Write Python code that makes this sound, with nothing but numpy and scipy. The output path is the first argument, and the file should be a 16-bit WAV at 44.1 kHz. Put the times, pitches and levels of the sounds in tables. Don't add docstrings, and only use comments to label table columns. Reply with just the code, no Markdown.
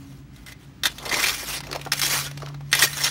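import sys
import numpy as np
from scipy import signal
from scipy.fft import rfft, irfft, next_fast_len
from scipy.io import wavfile
from scipy.ndimage import uniform_filter1d, map_coordinates

SR = 44100
rng = np.random.default_rng(int(sys.argv[2]) if len(sys.argv) > 2 else 0)


def magnitude_from_level(level_db):
    exponent = np.asarray(level_db, float) / 20
    return 10 ** exponent


def to_wav(s):
    ch = np.atleast_2d(s).T
    pcm = np.round(np.clip(ch, -1, 1) * 32767)
    wavfile.write(sys.argv[1], SR, pcm.astype(np.int16))


N = 136710
TIME = np.arange(N) / SR

# pitch in Hz, width in Hz, level in dB.
BLADE_MODES = [(2060, 50, 1), (1900, 42, -8), (2400, 70, -4), (2883, 90, -7.5), (3260, 50, -0.5),
               (3490, 34, -5), (4003, 56, -2), (4560, 77, -0.5), (5370, 110, 2.5), (5800, 89, 1),
               (6350, 53, -1.5), (8180, 190, -12), (9600, 210, -0.5)]
# frequency in Hz, level in dB per Hz.
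GRIT_COLOUR = [(200, -21.5), (500, -15.5), (900, -10), (1500, -5.5), (2300, -6), (5500, -7.5),
               (8000, -14.5), (15800, -17.5)]
TREBLE_DB, RING_DB, SOIL_DB, OTHERS_DB = range(1, 5)
OTHER_MODES_DB = -8


def scraping():
    # time in
    # seconds, pressure in dB.
    strokes = [
        [(0, -55), (.2, -57.5), (.25, -80)],
        [(.33, -62), (.36, -55), (.45, -59)],
        [(.462, -43), (.5, -44.5), (.53, -47.5), (.545, -66)],
        [(.59, -60), (.63, -53.5), (.7, -65), (.76, -78)],
        [(.834, -35), (.87, -21.5), (.89, -45.5), (.93, -40.5)],
        [(.93, -48.5), (1.09, -35), (1.13, -26), (1.17, -24), (1.22, -22.5), (1.25, -19), (1.3, -23),
         (1.34, -28), (1.45, -33)],
        [(1.45, -37), (1.48, -27), (1.56, -25.5), (1.59, -36), (1.63, -65)],
        [(1.63, -45.5), (1.75, -40.5), (1.91, -57)],
        [(1.917, -26), (1.935, -22.5), (1.95, -40), (1.98, -28), (2.01, -40), (2.03, -24.5), (2.09, -25.5),
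         (2.14, -20.5), (2.19, -25.5), (2.27, -29.5), (2.31, -47.5)],
        [(2.31, -49.5), (2.495, -50), (2.52, -55.5), (2.6, -69), (2.71, -48.5)],
        [(2.715, -77), (2.73, -24), (2.81, -21.5), (2.83, -14), (2.85, -18), (2.87, -31), (2.9, -31)],
        [(2.9, -37), (3.0, -27.5), (3.015, -23), (3.026, -27), (3.05, -19), (3.1, -33)],
    ]
    # frequency in Hz, level in dB per Hz.
    soil_colour = [(150, -8.5), (350, 2), (600, 2), (1200, 0.5), (3000, -39)]
    pressure = np.zeros(N)
    for stroke in strokes:
        s, db = np.transpose(stroke)
        pressure += magnitude_from_level(np.interp(TIME, s, db, left=-150, right=-150))
    unevenness_db = 1.17 * wobble(55) + 0.78 * wobble(290)
    force = pressure * grit(rate=4000, spread_db=4) * magnitude_from_level(unevenness_db - 5.5)
    rasp = patchy(coloured(force, GRIT_COLOUR), depth_db=3.5)
    ringing = blade(force * magnitude_from_level(load(RING_DB, TIME)), force * magnitude_from_level(load(OTHERS_DB, TIME)))
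    rumble = pressure * magnitude_from_level(load(SOIL_DB, TIME) + 3.15 * wobble(90)) * rng.standard_normal(N)
    return rasp + ringing + coloured(rumble, soil_colour)


def blade(main_force, other_force):
    (main_hz, main_width, main_db), *others = BLADE_MODES
    other_ring = np.zeros(N)
    for hz, width, db in others:
        other_ring += resonant(other_force * magnitude_from_level(db + 1.8 * wobble(22.12)), hz, width)
    main_ring = resonant(main_force * magnitude_from_level(main_db), main_hz, main_width)
    return main_ring + magnitude_from_level(OTHER_MODES_DB - 9.5) * other_ring


def load(column, t):
    # time in seconds, treble of fine sand in dB, ring of the main mode in dB, rumble of heavy soil in
    # dB, ring of the other modes in dB.
    load_rows = [(.2, 3, -17, -7, 0), (.5, 3, 0, -11.5, -6), (.9, 0.5, -33, -13.5, 3),
                 (1.06, 0.5, -4, -1.5, -6), (1.13, -2.5, -6, -5.5, 5.5), (1.22, 0.5, -7, -16, -4),
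                 (1.3, 1, -25, -21, -3.5), (1.5, 4.5, -13, -23.5, -1), (1.7, -6.5, -15, -0.5, -5.5),
                 (2.0, 6, -17, -16.5, 10), (2.25, 2.5, -28, -19.5, -1.5), (2.5, -10.5, -17, 2, 3),
                 (2.72, -2.5, -12, -15, 2.5), (2.83, 5, -21, -22.5, 4), (2.95, 6, -22, -20, 1.5),
                 (3.1, -3, -8, -20, 8.5)]
    columns = np.transpose(load_rows)
    return np.interp(t, columns[0], columns[column])


def grit(rate, spread_db):
    smooth_share = 0.41
    chance, side, size = rng.random((3, N))
    ticks = (chance < rate / SR) * np.sign(side - .5) * magnitude_from_level(-spread_db * np.log(size + 0.012))
    return np.sqrt(1 - smooth_share) * unit(ticks) + np.sqrt(smooth_share) * rng.standard_normal(N)


def stones():
    # start in seconds, peak in dB, pitch in Hz,
    # rise in ms, ping over the blow in dB.
    early_stones = [(.362, -32.5, 3900, .5, -6), (.381, -37, 1440, 1.5, 1), (0.464, -25, 3700, .4, -12),
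                    (.485, -27, 2040, 0.53, 2), (0.5199, -22, 2060, 2.4, 1.5), (0.8349, -4, 3600, 0.36, 2),
                    (0.8554, 0.2, 3484, 0.46, 4.5), (0.9831, -16, 3490, 0.54, -8),
                    (1.0533, -15, 3480, 0.48, -3), (1.0605, -11, 4320, 0.78, -6),
                    (1.0925, -6.5, 4660, 2.5, 6.5), (1.1135, -14, 2060, 1.5, 11.5),
                    (1.126, -7, 2080, 1.4, 5.5), (1.1411, -1.5, 2230, 1.3, -1), (1.1935, -4, 2030, 3, 0),
                    (1.229, -3.5, 5200, 0.5, -9), (1.2377, 0.5, 2294, 3, 5), (1.2427, -8, 2310, 1.3, 5),
                    (1.268, -5.5, 5100, 0.36, -10), (1.284, -6, 5300, 0.45, -6),
                    (1.293, -3.5, 2330, 1.2, -8), (1.636, -20, 2060, 0.59, -3)]
    late_stones = [(1.9199, -2.5, 5260, 0.17, 2), (1.9263, -13, 2650, .6, -2),
                   (1.9949, -4.5, 6350, 0.52, -3), (2.0161, -5, 4930, 0.25, 5), (2.025, -8, 2290, .7, -4),
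                   (2.0325, -6, 2090, .5, -4), (2.049, -13.5, 5550, .4, 8), (2.0633, -5.5, 6330, 0.62, 3.5),
                   (2.262, -22.5, 1438, 4.7, 11.5), (2.7155, -13, 8500, 1, 2), (2.7289, 5, 2060, 0.18, -3),
                   (2.737, -5, 2060, 0.48, 5.5), (2.7506, -0.5, 9600, .3, -1.5), (2.792, -2, 5400, .9, 5.5),
                   (2.817, -8, 8200, 1.5, 10), (2.8227, -3, 1930, .2, 5), (2.8246, -4, 1840, 1.1, 4),
                   (2.836, -9, 3900, 1.8, 6), (2.84, -3, 2400, 0.46, -11), (2.8705, -15, 1850, 1.42, 6),
                   (2.931, -16.5, 4050, .6, 1), (3.0105, -21, 2070, 2, 3), (3.029, -13, 6800, 1.7, 2),
                   (3.037, -5, 5400, 1.7, 7.5), (3.043, -1.5, 5460, 1.35, 4), (3.065, -13, 3210, .7, 5),
                   (3.075, -7, 4000, 0.7, 1)]
    rasp_s, ping_s, crack_s = 0.026, 0.052, .003
    crush = 1.55
    buried_db = 0.41
    force, tones = np.zeros((2, N))
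    rough = grit(rate=12000, spread_db=1.7)
    mode_hz, width, mode_db = np.transpose(BLADE_MODES)[:, :, None]
    for s, db, hz, rise_ms, ping_db in list(early_stones) + list(late_stones):
        rise_s = rise_ms / 1000
        i, t, rasp = fall(s, db - 16, rasp_s, rise_s, crush)
        span = slice(i, i + len(t))
        crack = fall(s, db - 8 - 6 * rise_ms, crack_s, 5e-5)[2]
        burst = (rasp + crack) * rough[:len(t)]
        force[span] += burst

        strengths = magnitude_from_level(mode_db + 3.1 * rng.standard_normal(mode_db.shape))
        signs = np.sign(rng.random(mode_db.shape) - .5)
        decays = np.exp(-np.pi * width * t)
        modes = (strengths * signs * decays * np.sin(2 * np.pi * mode_hz * t)).sum(axis=0)
        strike = fall(s, db - 24, 1, 0.00024 + rise_s)[2] * modes

        ring_s = ping_s * np.sqrt(BLADE_MODES[0][0] / hz) * magnitude_from_level(-buried_db * max(db + 17.5, 0))
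        ping = fall(s, db - 9 + ping_db, ring_s, 0.0019 + rise_s)[2] * np.sin(2 * np.pi * hz * t)
        contact = magnitude_from_level(ping_db - 6) * resonant(burst, hz, 0.096 * hz)
        tones[span] += contact + ping + strike
    return magnitude_from_level(-3.5) * patchy(coloured(force, GRIT_COLOUR), depth_db=2.5) + tones


def clods():
    # start in seconds, crumble in dB, thump on the pipe in dB, pitch in Hz.
    clod_rows = [(1.4288, -39, -24, 396), (1.604, -17.5, -38, 1420), (1.668, -23, -27, 610),
                 (1.7125, -18.5, -25, 432), (1.727, -12, -25, 380), (1.749, -16, -18, 570),
                 (1.7584, -17, -22, 700), (1.793, -28, -28, 477), (1.8124, -19.5, -50, 371),
                 (1.8497, -20.5, -51, 1450), (1.8612, -45, -20, 576), (1.869, -25.5, -24, 810),
                 (1.9304, -10.5, -20.5, 590), (2.312, -24.5, -35, 563), (2.373, -21, -32.5, 544),
                 (2.4196, -23.5, -24.5, 990), (2.4295, -34, -25.5, 546), (2.4597, -26.5, -44, 641),
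                 (2.4706, -45, -29, 1042), (2.483, -25.5, -51, 906), (2.543, -26, -32.5, 1050),
                 (2.6058, -34, -34.5, 800), (2.4, -26, -40, 900), (2.835, -10, -16.5, 316),
                 (2.845, -17, -15.5, 700)]
    crumble_s, thump_s = 0.026, 0.023
    crumbs, thumps = np.zeros((2, N))
    rough, dull = grit(rate=5000, spread_db=7.6), rng.standard_normal(N)
    for s, crumble_db, thump_db, hz in clod_rows:
        i, t, crumble = fall(s, crumble_db - 8.5, crumble_s, 0.0017, 1.23)
        span = slice(i, i + len(t))
        crumbs[span] += crumble * rough[span]
        thump = fall(s, thump_db + 5, thump_s, 0.0044)[2]
        thumps[span] += resonant(thump * dull[span], hz, .5 * hz)
    patter = patchy(coloured(crumbs, GRIT_COLOUR), depth_db=3.5)
    pipe = coloured(thumps, [(150, 4), (300, 26.5), (2000, 24), (20000, -24)])
    return patter + magnitude_from_level(-9.0) * pipe


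def fall(s, db, t60, attack_s, shape=1):
    start = round(s * SR)
    t = np.arange(min(SR // 6, N - start)) / SR
    decay = magnitude_from_level(db - 60 * (t / max(t60, .004)) ** shape)
    return start, t, decay * (1 - np.exp(-t / max(attack_s, 1e-5)))


def ground(x):
    t = np.arange(SR // 4) / SR
    decay = rng.standard_normal(len(t)) * magnitude_from_level(-60 * t / 0.12)
    tail = coloured(np.pad(decay, (300, N)), [(4000, 18), (16000, -22)])[:len(t)]
    return signal.fftconvolve(x, tail / np.linalg.norm(tail))[:N]


def engine():
    # time in seconds, pitch in Hz, level in dB, overtone level in dB.
    engine_rows = [(0, 138.5, -46, -45.5), (.3, 139.4, -52, -57.5), (.9, 140.3, -57.5, -61.5),
                   (1.4, 139.6, -56.5, -51.5), (1.6, 141.4, -44, -53.5), (1.8, 141.3, -42.5, -53.5),
                   (2.5, 142.7, -35.5, -52), (2.63, 142.3, -35, -57.5), (2.77, 141.5, -39.5, -62),
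                   (3.1, 142.8, -40.5, -52)]
    second_hz, second_db, leaving_db_per_s = 131.4, -50, 3.5
    s, hz, db, over_db = np.transpose(engine_rows)
    phase = 2 * np.pi * np.cumsum(np.interp(TIME, s, hz) + 1.3 * wobble(9)) / SR
    note = magnitude_from_level(np.interp(TIME, s, db) + 0.29 * wobble(9.3)) * np.sin(phase)
    overtone = magnitude_from_level(np.interp(TIME, s, over_db) + 0.83 * wobble(4.27)) * np.sin(2 * phase)
    second_level = magnitude_from_level(second_db - leaving_db_per_s * TIME + 2.2 * wobble(2.8))
    second = second_level * np.sin(2 * np.pi * second_hz * TIME + 0.78 * wobble(2.52))
    return np.sqrt(2) * (note + second + overtone)


def yard():
    # frequency in Hz, level in dB per Hz.
    traffic_colour = [(32, -37), (50, 0), (90, -4.5), (190, -6), (300, -12), (380, -19), (600, -49.5)]
    breeze_colour = [(300, -29), (450, -8), (1700, -10.5), (6300, -21.5), (8000, -26), (15800, -45)]
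    rumble = unit(coloured(rng.standard_normal(N), traffic_colour)) * magnitude_from_level(-47 + 0.55 * wobble(2.34))
    drone_phase = 2 * np.pi * np.cumsum(53 + 2.6 * wobble(1.7)) / SR
    drone = magnitude_from_level(-51.5 + 6.0 * wobble(4.2)) * np.sin(drone_phase)
    breeze = unit(coloured(rng.standard_normal(N), breeze_colour)) * magnitude_from_level(-58.5 + 1.1 * wobble(7))
    return rumble + drone + breeze


def unit(x):
    return x / np.sqrt(np.mean(x ** 2) + 1e-20)


def wobble(rate):
    return map_coordinates(rng.standard_normal(int(N * rate / SR) + 4), [TIME * rate])


def coloured(x, points):
    m = next_fast_len(N + 8192)
    f, db = np.transpose(points)
    hz = np.fft.rfftfreq(m, 1 / SR)
    gain = magnitude_from_level(np.interp(np.log(hz + 1), np.log(f + 1), db)) + 1e-6
    cepstrum = irfft(np.log(gain / np.sqrt(np.mean(gain ** 2))), m)
    cepstrum[1:m // 2] *= 2
    cepstrum[m // 2 + 1:] = 0
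    return irfft(rfft(x, m) * np.exp(rfft(cepstrum)), m)[:N]


def resonant(x, hz, width_hz):
    width_hz = np.clip(width_hz, 10, hz)
    b, a = signal.iirpeak(hz, hz / width_hz, SR)
    return signal.lfilter(b, a, x) * np.sqrt(SR / np.pi / width_hz)


def patchy(x, depth_db):
    hz, t, z = signal.stft(x, SR, nperseg=256)
    field = uniform_filter1d(rng.standard_normal(z.shape), size=4, axis=0)
    field = uniform_filter1d(field, size=7, axis=1)
    treble = np.clip((hz[:, None] - 5500) / 3000, 0, 1) * load(TREBLE_DB, t)
    return signal.istft(z * magnitude_from_level(depth_db * unit(field) + treble), SR, nperseg=256)[1][:N]


def scene():
    near = scraping() + stones() + clods()
    return (near + magnitude_from_level(-17.5) * ground(near) + engine() + yard())[None]


def roll_off(x):
    return signal.sosfilt(signal.butter(12, 16840, fs=SR, output="sos"), x)


def record(dry):
    top_hz = 15750
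    m = next_fast_len(N + 4096)
    soft = dry / (1 + np.abs(dry / 1.05) ** 8) ** .125
    mix = irfft(rfft(soft, m) * (np.fft.rfftfreq(m, 1 / SR) < top_hz), m)[..., :N]
    return roll_off(mix)


dry = scene()
out = record(dry)
to_wav(out)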